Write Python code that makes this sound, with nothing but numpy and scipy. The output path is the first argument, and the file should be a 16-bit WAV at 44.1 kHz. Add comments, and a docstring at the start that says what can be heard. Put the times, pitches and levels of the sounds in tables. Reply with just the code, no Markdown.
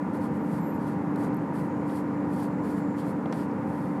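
"""Thumbing bills in an idling vehicle

A thumb strokes to and fro over a fan of paper bills, each stroke a soft, grainy swish of friction.
A few bill edges snap free, and something gives a brief cluster of thin squeaks. The engine repeats
one pattern every turn and booms in the cabin, over a dull rush of air and a faint hiss."""
import sys
import numpy as np
from scipy import signal
from scipy.fft import rfft, irfft
from scipy.io import wavfile

SR = 44100
rng = np.random.default_rng(int(sys.argv[2]) if len(sys.argv) > 2 else 0)


def bounce(signal):
    """Save signal as a 16-bit WAV file at the path given by the first command-line argument."""
    frames = np.transpose(np.atleast_2d(signal))
    limited = np.clip(frames, -1, 1)
    pcm = np.round(limited * 32767).astype(np.int16)
    wavfile.write(sys.argv[1], SR, pcm)


N = 176400
TIME = np.arange(N) / SR

# idle speed, sagging slightly: t/s, speed/rpm
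IDLE_SPEED = [(0, 551.2), (1.3, 552.0), (2.1, 549.9), (2.8, 547.8), (3.3, 544.8), (4, 543.3)]
# rush of air and exhaust in the cabin: f/Hz, level/dB per Hz
AIR_SPECTRUM = [(25, -99), (50, -94), (68, -78), (85, -70), (120, -63), (175, -58), (240, -62), (310, -56),
                (355, -64.5), (520, -63.5), (600, -69.5), (720, -73), (790, -68.5), (860, -68), (960, -67),
                (1050, -69.5), (1090, -75.5), (1160, -71), (1330, -76.5), (1430, -74.5), (1560, -80.5),
                (1680, -79), (2050, -83.5), (2700, -95), (3700, -110), (6000, -130)]


def from_db(db):
    """Decibels to gain."""
    return 10 ** (np.asarray(db) / 20)


def unit_power(x):
    """Scale to an RMS of one."""
    return x / np.sqrt(np.mean(x ** 2) + 1e-20)


def automation(rows):
    """One curve for each column after the time, sample by sample."""
    times, *columns = np.transpose(rows)
    return [np.interp(TIME, times, column) for column in columns]


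def level_at(spectrum, hz):
    """Read a spectrum's dB on a log-frequency axis."""
    points_hz, db = np.transpose(spectrum)
    return np.interp(np.log(np.maximum(hz, 1)), np.log(points_hz), db)


def coloured(noise, spectrum):
    """Give unit white noise a spectrum in dB per Hz."""
    gains = from_db(level_at(spectrum, np.fft.rfftfreq(N, 1 / SR)))
    return irfft(rfft(noise) * gains, N) * np.sqrt(SR / 2)


def drift(rate_hz):
    """Smooth random modulation with an RMS of about one."""
    hop, settle = 40, 2000
    pole = np.exp(-2 * np.pi * hop * rate_hz / SR)
    noise = rng.standard_normal(N // hop + settle + 2)
    slow = signal.lfilter([1], [1, -2 * pole, pole * pole], noise)[settle:]
    return np.interp(np.arange(N) / hop, np.arange(len(slow)), unit_power(slow))


def band_noise(low_hz, high_hz):
    """Noise between two steep edges, at unit power."""
    bandpass = signal.butter(4, [low_hz, high_hz], "band", fs=SR, output="sos")
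    return unit_power(signal.sosfilt(bandpass, rng.standard_normal(N)))


def thumb_strokes():
    """Paper slides on paper, louder as the thumb speeds up; catching fibres add a grain of tiny clicks."""
    # strokes: start/s, rise/s, fall/s, level/dB, body against treble/dB
    strokes = [(.128, .022, .05, -56.5, 0), (.183, 0.061, .048, -57, 1), (.32, .04, .03, -60.5, -5),
               (.43, 0.12, 0.075, -57.5, -0.5), (.775, .115, .06, -58.5, 1.5), (1.145, .1, 0.05, -55, 0),
               (1.525, 0.043, 0.12, -56.5, -1), (1.852, .118, 0.056, -53, 0), (2.285, .12, 0.08, -52, 0),
               (2.625, 0.032, .09, -56, 0.5), (2.665, 0.066, 0.12, -58, -.5),
               (2.955, 0.039, 0.074, -55.5, 4.5), (3.038, 0.062, 0.037, -55.5, -3),
               (3.31, 0.072, 0.088, -55, 3), (3.63, 0.15, .25, -61, 0)]
    # colour of sliding paper: f/Hz, relative level/dB
    paper_spectrum = [(800, 11), (2200, -3), (3200, 3), (3900, -0.5), (4500, 4.5), (5100, 0.5),
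                      (6300, -3.5), (7200, 0.5), (8500, 1.5), (10300, 3), (13000, -1), (14500, -10),
                      (15800, -17)]
    grains_per_s, grain_spread_db, grain_share = 900, 3, 0.2
    flutter_db, body_top_hz = 1.3, 5760
    treble_power, body_power = np.zeros((2, N))
    for start, rise, fall, db, body_db in strokes:
        speed = np.interp(TIME, [start, start + rise, start + rise + fall], [0, 1, 0])
        level = from_db(db) * speed ** 0.7
        treble_power += level ** 2
        body_power += (level * from_db(body_db)) ** 2
    sizes = from_db(grain_spread_db * np.minimum(rng.exponential(1, N), 5))
    signs = rng.choice([-1, 1], N)
    grains = unit_power(sizes * signs * (rng.random(N) < grains_per_s / SR))
    friction = np.sqrt(grain_share) * grains + np.sqrt(1 - grain_share) * rng.standard_normal(N)
    paper = unit_power(coloured(friction, paper_spectrum)) * from_db(flutter_db * drift(rate_hz=27))
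    body = signal.sosfiltfilt(signal.butter(2, body_top_hz, fs=SR, output="sos"), paper)
    return body * np.sqrt(body_power) + (paper - body) * np.sqrt(treble_power)


def edge_snaps():
    """A bill's edge flicks free: a very short crack with a colour of its own."""
    # snaps: t/s, relative level/dB, low edge/Hz, high edge/Hz, tilt/dB per octave, decay/s
    snaps = [(1.1595, -42, 3000, 13500, -3, 0.002), (1.2365, -42, 5000, 15000, 4, .002),
             (1.246, -45, 4000, 12000, -4, .005), (1.3305, -41, 1500, 6000, -4, .001),
             (1.346, -36, 8000, 15600, 4, .0006), (1.368, -42, 11500, 12700, 0, .0015),
             (1.896, -43, 2900, 4000, -6, 0.0027), (3.258, -26, 614, 4600, -12, 0.0037),
             (3.297, -41, 500, 7500, -5, .001), (3.3257, -27.5, 4000, 9200, 2.5, 0.00069),
             (3.3262, -27.5, 700, 5200, -9.5, 0.0076), (3.513, -48.5, 4500, 6500, 0, 0.0014)]
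    attack_s = 0.00014
    out = np.zeros(N)
    for start, db, low_hz, high_hz, tilt_db, decay in snaps:
        age = np.maximum(TIME - start, 0)
        envelope = (1 - np.exp(-age / attack_s)) * np.exp(-age / decay)
        tilt = [(low_hz, 0), (high_hz, tilt_db * np.log2(high_hz / low_hz))]
        crack = unit_power(coloured(band_noise(low_hz, high_hz), tilt))
        out += from_db(db) / 2 * envelope * crack
    return out


def squeaks():
    """Thin gliding whistles that swell and fade: weak ones rasp, loud ones catch and sound purer."""
    # one short cluster: start/s, length/s, first f/Hz, last f/Hz, level/dB
    glides = [(.38, .09, 11800, 12700, -73), (.572, .04, 12600, 15100, -76), (.58, 0.13, 7600, 7380, -73),
              (0.599, 0.037, 12700, 11900, -64), (.605, .07, 15200, 14850, -76),
              (0.637, 0.083, 11800, 11770, -60), (.705, .09, 14600, 12000, -68),
              (0.738, .032, 11550, 11150, -67), (0.743, .04, 7250, 6950, -71)]
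    jitter_depth, steady_above_db, flutter_db = 0.024, -62, 3
    out, jitter = np.zeros(N), drift(rate_hz=300)
    for start, length, first_hz, last_hz, db in glides:
        progress = np.clip((TIME - start) / length, 0, 1)
        rasp = jitter_depth / (1 + from_db(db - steady_above_db) ** 2)
        hz = (first_hz + (last_hz - first_hz) * progress) * (1 + rasp * jitter)
        arch = 2 * np.sqrt(progress * (1 - progress))
        out += np.sqrt(2) * from_db(db) * arch * np.sin(2 * np.pi * np.cumsum(hz) / SR)
    return out * from_db(flutter_db * drift(rate_hz=60))


def engine():
    """Wavering orders (multiples of the turning rate); returns their drone and the one that booms."""
    # orders that the cabin brings out: f/turning rate
    strong_orders = [10, 13, 16, 18, 19, 20, 21, 22, 24, 26, 27, 28, 29, 30, 31, 33, 34, 36, 56, 57, 86,
                     102]
    # strength of each of those orders: level/dB
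    strong_db = [-56, -50, -45.5, -43.5, -47, -45, -40.5, -44, -39.5, -47, -44, -44, -55.5, -43.5, -46,
                 -49.5, -52, -52, -55, -52, -52, -50]
    # swell and ebb of the boom, the strongest hum: t/s, level/dB
    boom_curve = [(0, -42), (.35, -33.5), (.68, -36.5), (.85, -36), (1.33, -31), (1.5, -41.5),
                  (1.75, -33.5), (2.0, -31), (2.3, -33), (2.53, -35), (2.8, -33.5), (3.45, -37),
                  (3.65, -34), (4, -36)]
    boom_order, weak_over_air_db, wobble_db = 32, 3.5, 1.32
    lump_db, lumpy_below_order = 2.5, 23
    rpm, = automation(IDLE_SPEED)
    boom_db, = automation(boom_curve)
    angle = 2 * np.pi * np.cumsum(rpm) / 60 / SR
    turn_hz = np.mean(np.array(IDLE_SPEED)[:, 1]) / 60
    strong = dict(zip(strong_orders, strong_db))
    strong[boom_order] = boom_db.mean()
    orders = np.arange(8, 116)
    weak_db = level_at(AIR_SPECTRUM, orders * turn_hz) + weak_over_air_db
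    gains = from_db([strong.get(order, db) for order, db in zip(orders, weak_db)])
    # uneven firing makes the low orders come in lumps
    lumps = unit_power(from_db(lump_db * np.clip(drift(rate_hz=13.7), -2, 1)))
    drone = np.zeros(N)
    for order, gain, phase in zip(orders, gains, even_phases(orders, gains)):
        wobble = from_db(wobble_db * drift(rate_hz=1.8))
        tone = np.sqrt(2) * np.sin(order * angle + phase) * wobble
        if order < lumpy_below_order:
            tone *= lumps
        if order == boom_order:
            boom = from_db(boom_db) * tone
        else:
            drone += gain * tone
    return drone, boom


def even_phases(orders, gains):
    """Random phases, nudged so that the engine's loudest octave spreads more evenly round a turn."""
    phases = rng.uniform(0, 2 * np.pi, len(orders))
    loud = (orders >= 22) & (orders < 39)
    one_turn = np.linspace(0, 2 * np.pi, 256, endpoint=False)
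    waves = np.exp(1j * np.outer(one_turn, orders[loud]))
    pattern = waves @ (gains[loud] * np.exp(1j * phases[loud]))
    flattened = np.exp(1j * np.angle(pattern))
    phases[loud] = np.angle(flattened @ waves.conj())
    return phases


def cabin_rumble():
    """Engine drone and rushing air swell once, then ease as the idle slows; the boom rides on top."""
    air = coloured(rng.standard_normal(N), AIR_SPECTRUM)
    drone, boom = engine()
    swell_at_s, swell_width_s = 1.257, 0.092
    swell_db = 2.0 * np.exp(-((TIME - swell_at_s) / swell_width_s) ** 2)
    ease_db = 0.1 * np.maximum(TIME - 2, 0)
    return (drone + air) * from_db(swell_db - ease_db) + boom


def hiss():
    """A steady bed of treble, and a faint whistling band that comes, wavers upward and goes."""
    # steady hiss: f/Hz, level/dB per Hz
    bed_spectrum = [(2000, -107), (3500, -106), (4500, -105), (6000, -108), (7300, -107), (8500, -110),
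                    (11800, -111), (13500, -117), (15000, -128)]
    # whistling band: t/s, centre f/Hz, level/dB
    whistle_path = [(1.6, 6800, -89), (1.72, 6850, -73), (2.08, 7080, -83), (2.3, 7130, -82),
                    (2.55, 7300, -77), (2.93, 7200, -71), (3.17, 7300, -95)]
    width_hz = 640
    centre_hz, db = automation(whistle_path)
    phase = 2 * np.pi * np.cumsum(centre_hz) / SR
    lowpass = signal.butter(2, width_hz / 2, fs=SR, output="sos")
    spread = signal.sosfilt(lowpass, rng.standard_normal((2, N)))
    whistle = unit_power(spread[0] * np.cos(phase) + spread[1] * np.sin(phase))
    return coloured(rng.standard_normal(N), bed_spectrum) + from_db(db) * whistle


def scene():
    """A mono mix of the cabin bed, the bills and the squeaks."""
    return (cabin_rumble() + hiss() + thumb_strokes() + edge_snaps() + squeaks())[None]


def record(dry):
    """A steep high cut takes off the very top."""
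    cutoff_hz = 15800
    return signal.sosfilt(signal.ellip(10, .2, 80, cutoff_hz, fs=SR, output="sos"), dry)


dry = scene()
out = record(dry)
bounce(out)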